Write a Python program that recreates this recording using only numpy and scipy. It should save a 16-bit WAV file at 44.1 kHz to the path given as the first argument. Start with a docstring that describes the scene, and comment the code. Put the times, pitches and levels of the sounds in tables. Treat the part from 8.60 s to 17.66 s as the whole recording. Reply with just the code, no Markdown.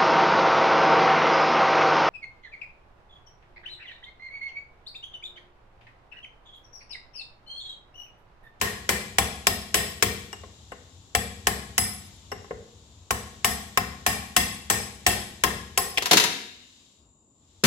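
"""In a workshop, a hammer taps a steel chisel set against a joint on a shaft clamped in a bench vise.
Each tap clacks through the vise, rings chisel and shaft and shakes the steel bench; twice the chisel
is nudged into a new seat. The joint slips off, drops and rattles to rest on the bench top; then the
hammer is put down. Clacks are noise bursts, most through steel resonances; rings are decaying modes.
Short room echoes and a faint hush, rumble and hiss lie underneath."""
import sys
import numpy as np
from scipy import signal
from scipy.fft import rfft, irfft, next_fast_len
from scipy.io import wavfile

SR = 44100
rng = np.random.default_rng(int(sys.argv[2]) if len(sys.argv) > 2 else 0)


def wav_record(signal):
    """Record a signal, one row per channel, as 16-bit PCM in the file named by sys.argv[1]."""
    frames = np.transpose(np.atleast_2d(signal))
    bounded = np.clip(frames, -1, 1)
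    # unit amplitude maps onto the largest positive 16-bit level
    quanta = np.round(bounded * 32767).astype(np.int16)
    wavfile.write(sys.argv[1], SR, quanta)


N = 399546
RING_SAMPLES = 65536
TIME_S, AGE_S = np.arange(N) / SR, np.arange(RING_SAMPLES) / SR
GIVE_S = 7.05  # the joint starts to give way

# Blows on the chisel. Each row: start in seconds, level in dB, rattle in dB (chatter of the parts),
# ping in dB (how freely the chisel rings), knock in dB (how squarely the blow enters the vise).
CHISEL_TAPS = [ (0.0123, -21.5, 3, -7.5, 0), (0.2901, -19.5, 1.5, -3, 0), (.583, -16, -1.5, -2, -1),
               (0.8681, -15, -4, 3.5, -4.5), (1.1421, -18.5, 2, 10, -2), (1.424, -16, -3, 2, -1.5),
               (2.549, -18.5, -2.5, -5.5, -3), (2.869, -18, -2.5, -1, -1), (3.179, -18, -2, 15.5, 3),
               (4.5065, -20.5, -2.5, -4, 3.5), (4.8447, -17.5, 0, 7.5, 1.5), (5.1732, -17, -5, -19.5, 0),
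               (5.463, -18.5, 1.5, 5, -1.5), (5.764, -15, -0.5, 9.5, -2), (6.0993, -18, 1, 9.5, 0.5),
               (6.464, -16, 1, 5.5, -1.5), (6.836, -17, -1.5, -8.5, -0.5), (7.175, -18.5, -1, 11, 1)]
# Resonances of chisel, shaft and vise. Each row: frequency in Hz, width in Hz, lift in dB.
VISE_RESONANCES = [(405, 45, 13), (470, 45, 11), (728, 50, 13), (805, 35, 10), (947, 35, 6),
                   (1073, 45, 17.5), (1270, 40, 6), (1660, 50, 6), (1840, 45, 10), (2030, 50, 6),
                   (2340, 55, 6), (2700, 65, 5), (3000, 70, 6), (3300, 120, 6), (5110, 70, 11),
                   (5950, 180, 7), (7800, 100, 9), (8170, 90, 7), (10980, 110, 11), (11800, 70, 6),
                   (14610, 80, 10)]
# Bench frame. Each row: frequency in Hz, level in dB, t60 in seconds.
FRAME_MODES = [(65.7, -1, 0.57), (72.6, -4.5, 0.91), (91, -8.5, 0.73), (106.3, 0, 0.46),
               (138.5, -13.5, 1.3), (170.7, -5, 0.74), (199.4, -2.5, 0.83), (215.7, -7.5, 0.95),
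               (243, -7.5, 0.75)]
# Bench top plate. Each row: frequency in Hz, level in dB, t60 in seconds.
PLATE_MODES = [(248, -33, 1.5), (295, -14, .05), (350, -9, .05), (405, 1, .1), (440, 0, .08), (474, 0, .08),
               (530, -8, .06)]
# Clatter of a landing on the bench. Each row: frequency in Hz, spectral density in dB.
CLATTER_SPECTRUM = [(100, -35), (300, -9.5), (700, -3.5), (1400, 2.5), (2500, 3), (4500, 2), (6500, -2),
                    (8500, -11), (11500, -9.5), (16000, -20.5)]
# Stereo likeness. Each row: frequency in Hz, left-right correlation.
STEREO_LIKENESS = [(60, 0.99), (290, 0.9), (640, 0.84), (1400, 0), (3000, 0.015), (16000, 0)]


def from_db(db):
    """Decibels to gain."""
    return 10 ** (np.asarray(db) / 20)


def rms_one(x):
    """Scale to rms 1."""
    return x / np.sqrt(np.mean(x ** 2) + 1e-20)


def at_hz(points, hz):
    """Read a table on a log-frequency axis."""
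    return np.interp(np.log(hz), np.log(np.array(points)[:, 0]), np.array(points)[:, 1])


def bins_hz(size):
    """FFT bin frequencies, floored at 1 Hz."""
    return np.maximum(np.fft.rfftfreq(size, 1 / SR), 1)


def tint(x, gain_db):
    """Apply a gain per frequency bin."""
    return irfft(rfft(x) * from_db(gain_db), x.shape[-1])


def stereo_noise(size):
    """White noise, alike on both sides in the bass only."""
    alike = np.clip(at_hz(STEREO_LIKENESS, bins_hz(size)), -.99, .99)
    mid, side = rfft(rng.standard_normal((2, size)))
    return irfft(np.sqrt(1 + alike) * mid + np.sqrt(1 - alike) * side * [[1], [-1]], size)


def add(track, start_s, sound):
    """Mix a sound in from start_s."""
    start = int(np.clip(start_s * SR, 0, N - 1))
    track[:, start:start + sound.shape[1]] += sound[:, :N - start]


def swell(centre_s, half_s):
    """Gaussian rise and fall of height 1."""
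    return np.exp(-((TIME_S - centre_s) / half_s) ** 2)


def ring(modes, rise_s):
    """Decaying modes of one blow, each struck with random strength; starts near rms 1."""
    out = np.zeros((2, RING_SAMPLES))
    for hz, db, t60_s in modes:
        spread_rad = np.arccos(np.clip(at_hz(STEREO_LIKENESS, hz), -1, 1))
        phase = rng.uniform(0, 2 * np.pi) + spread_rad * rng.normal(0, 0.29, (2, 1))
        decay = from_db(db + 2 * rng.normal() - 60 * AGE_S / t60_s)
        out += decay * np.sin(2 * np.pi * hz * AGE_S + phase)
    power = sum(from_db(row[1]) ** 2 for row in modes) / 2
    return out * (1 - np.exp(-AGE_S / rise_s)) / np.sqrt(power)


def shimmer(modes, t60_s, size):
    """Steel touching steel: each mode splits into a cluster that beats as it dies; starts near rms 1."""
    hz = bins_hz(size)
    clusters = sum(from_db(db + 3 * rng.normal()) / (1 + (2 * (hz - centre_hz) / width_hz) ** 2)
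                   for centre_hz, width_hz, db in modes)
    partials = clusters * np.exp(2j * np.pi * rng.random((2, len(hz))))
    return rms_one(irfft(partials, size)) * from_db(-60 * AGE_S[:size] / t60_s)


def chatter(rise_s, t60_s, size):
    """Contact chatter: a noise burst that drives all frequencies, some a little harder than others."""
    age_s = AGE_S[:size]
    envelope = (1 - np.exp(-(age_s / rise_s) ** 2)) * from_db(-60 * age_s / t60_s)
    spectrum = rfft(stereo_noise(size) * envelope)
    flattened = irfft(spectrum / np.sqrt(np.abs(spectrum) + 1e-9), size)
    return flattened * np.minimum(1, 4 * envelope)


def clack(spectrum, resonances, colour_db, rise_s, t60_s, window_s, size=8192):
    """Chatter, coloured by the contact, feeds the steel's resonances; rms 1 over the first window_s."""
    hz = bins_hz(size)
    body_db, knock_db, bite_db, treble_db = colour_db
    contact = [(550, body_db), (1100, knock_db), (1800, 0), (3200, bite_db), (7000, treble_db)]
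    drive = tint(chatter(rise_s, t60_s, size), at_hz(spectrum, hz) + at_hz(contact, hz))
    drive *= (1 - np.exp(-2 * AGE_S[:size] / rise_s)) * (np.arange(size) < size / 2)
    out = drive.copy()
    for centre_hz, width_hz, lift_db in resonances:
        radius = np.exp(-np.pi * width_hz / SR)
        zeros = np.array([1, 0, -1]) * (1 - radius ** 2) / 2
        poles = [1, -2 * radius * np.cos(2 * np.pi * centre_hz / SR), radius ** 2]
        struck_db = lift_db + 2.5 * rng.normal()  # no two blows land on the same spot
        out += (from_db(struck_db) - 1) * signal.lfilter(zeros, poles, drive)
    return out / np.sqrt(np.mean(out[:, :int(window_s * SR)] ** 2))


def background():
    """Steady shop hush; rumble and hiss that sink after each tap; soft low bumps in the final lull."""
    # Three noise beds. Each row: frequency in Hz, spectral density in dB.
    hush_spectrum = [(25, -12.5), (65, -6), (95, -8.5), (150, -6.5), (260, -6), (500, -16.5), (800, -20.5),
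                     (1100, -18), (1600, -39), (3000, -38), (6200, -35), (7200, -7), (8000, -27.5),
                     (9000, -44.5), (16000, -53)]
    rumble_spectrum = [(30, -22), (60, -0.5), (88, 3.5), (125, -10.5), (200, -16.5), (300, -17), (450, -24),
                       (1000, -23.5), (4000, -58)]
    hiss_spectrum = [(1000, -13), (2400, -6), (3700, 5), (4500, -1), (5500, -1.5), (7300, 2), (8600, -13),
                     (12000, -16), (16000, -38.5)]
    size = next_fast_len(N)
    hush, rumble, hiss = (rms_one(tint(stereo_noise(size), at_hz(spectrum, bins_hz(size))))[:, :N]
                          for spectrum in (hush_spectrum, rumble_spectrum, hiss_spectrum))
    starts_s = np.sort([0] + [row[0] for row in CHISEL_TAPS])
    since_tap_s = TIME_S - starts_s[np.searchsorted(starts_s, TIME_S, side="right") - 1]
    rumble_db = -49.5 - 3 * since_tap_s - 21 * np.maximum(TIME_S - GIVE_S, 0)
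    hiss_db = -53.5 - 5.5 * since_tap_s - 26 * swell(centre_s=8.62, half_s=0.2)
    bumps = sum(from_db(db) * swell(centre_s, half_s=0.055)
                for centre_s, db in [(7.98, -64), (8.45, -59), (8.85, -62), (8.98, -61.5)])
    return from_db(-63) * hush + (from_db(rumble_db) + bumps) * rumble + from_db(hiss_db) * hiss


def workshop_echoes(sound, build_s):
    """Diffuse echoes build up, then die band by band, the high treble first."""
    # Room decay. Each row: frequency in Hz, t60 in seconds.
    room_decay = [(100, 0.73), (400, 0.62), (1000, 0.59), (2800, 0.75), (6000, 0.61), (10000, 0.54),
                  (16000, 0.2)]
    # Echo colour. Each row: frequency in Hz, level in dB.
    room_colour = [(100, 9.5), (400, 4.5), (1000, -2), (2000, -0.5), (5000, -1), (10000, -0.5),
                   (16000, 4.5)]
    hz = bins_hz(RING_SAMPLES)
    noise_spectrum = rfft(rms_one(stereo_noise(RING_SAMPLES)))
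    log_centres = np.log([row[0] for row in room_decay])
    tail = 0
    for share, (_, t60_s) in zip(np.eye(len(room_decay)), room_decay):
        band = np.interp(np.log(hz), log_centres, share) * from_db(at_hz(room_colour, hz))
        tail = tail + irfft(noise_spectrum * band) * from_db(-60 * AGE_S / t60_s)
    build_up = 1 - np.exp(-(AGE_S / build_s) ** 2)
    response = rms_one(tail * build_up) / np.sqrt(RING_SAMPLES)
    return signal.fftconvolve(sound, response, axes=1)[:, :N]


def chisel_nudges():
    """Light contacts knock dully on the vise, clink the loose chisel and stir the bench frame."""
    # Reseating contacts. Each row: start in seconds, knock level in dB, clink in dB over the knock.
    nudges = [(1.729, -37, 5), (1.835, -42, -26), (2.1188, -36, -8), (3.717, -30, -3.5), (3.844, -47, -10),
              (3.9081, -28.5, -26)]
    # Dull knock. Each row: frequency in Hz, spectral density in dB.
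    knock_spectrum = [(100, -24.5), (240, 4.5), (310, -21), (400, 1.5), (600, 1.5), (1100, 3), (2000, 9.5),
                      (2800, -10), (6000, -28), (9000, -20), (16000, -39)]
    # Loose chisel. Each row: frequency in Hz, width in Hz, level in dB.
    clink_modes = [(2824, 230, -2.5), (4970, 72, -10), (5460, 380, -8.5), (7800, 160, -3.5),
                   (11350, 150, -12)]
    out = np.zeros((2, N))
    for start_s, db, clink_db in nudges:
        colour_db = (5 - 0.4 * clink_db, 0, 0, 0)  # less clink, more body
        knock = clack(knock_spectrum, VISE_RESONANCES[:6], colour_db,
                      rise_s=0.00063, t60_s=0.053, window_s=0.012)
        add(out, start_s, from_db(db) * knock)
        add(out, start_s, from_db(db + clink_db) * shimmer(clink_modes, t60_s=0.064, size=8192))
        add(out, start_s, from_db(db - 21) * ring(FRAME_MODES, rise_s=0.0097))
    return out


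def hammer_down():
    """Handle and head land on the bench in turn, each with a clatter, a plate ring and a thud."""
    # Landings. Each row: start in seconds, clatter in dB, plate ring in dB, thud in dB.
    landings = [(9.036, -16, -19, -21.5), (9.051, -22.5, -20, -20)]
    # Thud under the hammer. Each row: frequency in Hz, level in dB, t60 in seconds.
    thud_modes = [(105.2, -2.5, .4), (153, 0.5, 0.18), (201, 5.5, 0.7), (255, 2, 0.32)]
    out = np.zeros((2, N))
    for start_s, clatter_db, plate_db, thud_db in landings:
        clatter = clack(CLATTER_SPECTRUM, [], colour_db=(8, 3, -2.5, 3.5),
                        rise_s=0.0014, t60_s=0.58, window_s=0.0185)
        add(out, start_s, from_db(clatter_db) * clatter)
        add(out, start_s, from_db(plate_db) * ring(PLATE_MODES, rise_s=0.0012))
        add(out, start_s, from_db(thud_db) * ring(thud_modes, rise_s=0.0024))
    return out


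def falling_joint():
    """The joint clinks off the shaft and rattles to rest; flat landings ring and thump the bench top."""
    # Bounces. Each row: start in seconds, level in dB, weight in dB (high if flat, low if glancing).
    bounces = [(7.422, -25, 4.5), (7.457, -21, -5), (7.5108, -10.5, 12), (7.5207, -19, 11.5),
               (7.5313, -11, 9), (7.57, -10.5, -12.5), (7.576, -16, -7), (7.598, -16, -9),
               (7.638, -18, -2.5)]
    # Resonances of the joint. Each row: frequency in Hz, width in Hz, lift in dB.
    joint_resonances = [(735, 56, 7), (960, 30, 10.5), (2100, 32, 1.5), (2224, 40, 0), (2620, 23, 5),
                        (3740, 47, 7.5), (3720, 23, -3.5), (4170, 17, 6.5), (5840, 50, -4.5),
                        (6730, 47, 1.5), (11600, 60, 11)]
    # Lingering ring of the freed steel. Each row: frequency in Hz, width in Hz, level in dB.
    steel_modes = [(2850, 430, -13), (3750, 130, 2), (4140, 110, -7.5), (4770, 8.7, 7.5)]
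    # Bench thump. Each row: frequency in Hz, spectral density in dB.
    thump_spectrum = [(60, -25), (120, -13.5), (190, 0), (260, 2), (340, -6.5), (700, -28.5),
                      (2000, -57)]
    out = np.zeros((2, N))
    for start_s, db, weight_db in bounces:
        clatter = clack(CLATTER_SPECTRUM, joint_resonances, colour_db=(weight_db, 0.5, 0, 3),
                        rise_s=0.0004, t60_s=0.077, window_s=0.0036)
        add(out, start_s, from_db(db) * clatter)
        plate_db = db - 17 + weight_db
        add(out, start_s, from_db(plate_db) * ring(PLATE_MODES, rise_s=0.0016))
        thump = clack(thump_spectrum, [], (0, 0, 0, 0), rise_s=0.0059, t60_s=0.16, window_s=0.023)
        add(out, start_s, from_db(plate_db - 15.5) * thump)
        add(out, start_s, from_db(db - 35) * shimmer(steel_modes, t60_s=1.42, size=RING_SAMPLES))
    return out


def steel_blow(db, colour_db, rattle_db):
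    """A clack that lengthens with rattle, plus the hard faces' brief crack; returns direct, room send."""
    # Clack of chisel, shaft and vise. Each row: frequency in Hz, spectral density in dB.
    clack_spectrum = [(100, -14.5), (300, -19), (600, -10.5), (900, -3), (1300, -4), (2000, -2), (3100, -3),
                      (4200, -2.5), (6000, -6.5), (8000, -4), (9500, -10), (11500, -4.5), (13500, -10),
                      (16000, -10.5)]
    # Hammer face on chisel head. Each row: frequency in Hz, spectral density in dB.
    crack_spectrum = [(300, -30.5), (1500, 10), (3200, 13), (4200, -12), (5600, 8.5), (8000, 2),
                      (16000, -11.5)]
    chatter_t60_s = 0.065 * np.exp(0.046 * rattle_db)
    hit = clack(clack_spectrum, VISE_RESONANCES, colour_db,
                rise_s=0.0012, t60_s=chatter_t60_s, window_s=0.015)
    crack = clack(crack_spectrum, [], colour_db, rise_s=0.0013, t60_s=0.017, window_s=0.0036)
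    return from_db(db) * hit + from_db(db + 3) * crack, from_db(db + rattle_db) * hit


def tap_colour_db(ping_db, knock_db):
    """A square blow trades body and bite for knock; a freely held chisel adds bite and treble."""
    body_db = 5 - 0.51 * knock_db
    bite_db = -4.5 + 0.16 * ping_db - 0.75 * knock_db
    treble_db = -1.5 + 0.26 * ping_db
    return body_db, knock_db - 1.94, bite_db, treble_db


def chisel_taps():
    """Taps clack and ring chisel, shaft and bench until the chisel slips; returns direct, room send."""
    # Rings of the chisel and the clamped shaft. Each row: frequency in Hz, width in Hz, level in dB.
    chisel_modes = [(5100, 110, -4), (7775, 70, -2), (8165, 70, -9), (10970, 45, 1), (11800, 50, -10),
                    (14600, 65, -8)]
    shaft_modes = [(725, 14, 2), (805, 14, -4), (1840, 30, 0), (2680, 45, -7), (5070, 70, -6)]
    loosening_db_per_s = 1.1  # the shaft rings more as the joint works loose
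    give_db = 9  # the bench takes less of the blow once the joint gives
    mean_db = np.mean([row[1] for row in CHISEL_TAPS])
    direct, to_room = np.zeros((2, 2, N))
    for start_s, db, rattle_db, ping_db, knock_db in CHISEL_TAPS:
        hit, rattle = steel_blow(db, tap_colour_db(ping_db, knock_db), rattle_db)
        add(direct, start_s, hit)
        add(to_room, start_s, rattle)
        chisel_db = db - 20.5 + ping_db
        add(direct, start_s, from_db(chisel_db) * shimmer(chisel_modes, t60_s=0.53, size=32768))
        shaft_db = db - 17.5 + 0.8 * rattle_db - 0.7 * knock_db + loosening_db_per_s * start_s
        add(direct, start_s, from_db(shaft_db) * shimmer(shaft_modes, t60_s=0.35, size=32768))
        boom_db = -30.5 + 0.58 * (db - mean_db) - give_db * (start_s > GIVE_S)
        add(direct, start_s, from_db(boom_db) * ring(FRAME_MODES, rise_s=0.01))
    # The chisel slips through with the joint: two dry, biting clacks.
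    for start_s, db in [(7.3729, -24), (7.38, -21.5)]:
        hit, rattle = steel_blow(db, colour_db=(1.5, -18, 2, -12), rattle_db=-7.5)
        add(direct, start_s, hit)
        add(to_room, start_s, rattle)
    return direct, to_room


def scene():
    """All blows share the room; the left side is louder except in the top treble."""
    # Stereo balance. Each row: frequency in Hz, left over right in dB.
    balance = [(60, 3.5), (500, 2.5), (2200, 5), (4500, 4), (8000, 5.5), (16000, -4)]
    taps, taps_to_room = chisel_taps()
    nudges = chisel_nudges()
    landings = falling_joint() + hammer_down()
    to_room = from_db(-1.5) * taps_to_room + from_db(-7) * nudges + from_db(-5) * landings
    mix = taps + nudges + landings + workshop_echoes(to_room, build_s=0.0036) + background()
    size = next_fast_len(N + RING_SAMPLES)
    padded = np.pad(mix, ((0, 0), (0, size - N)))
    return tint(padded, at_hz(balance, bins_hz(size)) * [[.5], [-.5]])[:, :N]


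def record(dry):
    """Thin the deep bass, round the peaks, cut the top."""
    bass_cut_hz, top_cut_hz = 36, 15900
    thinned = signal.sosfilt(signal.butter(2, bass_cut_hz, "high", fs=SR, output="sos"), dry)
    return signal.sosfilt(signal.cheby1(12, .3, top_cut_hz, fs=SR, output="sos"), np.tanh(thinned))


dry = scene()
out = record(dry)
wav_record(out)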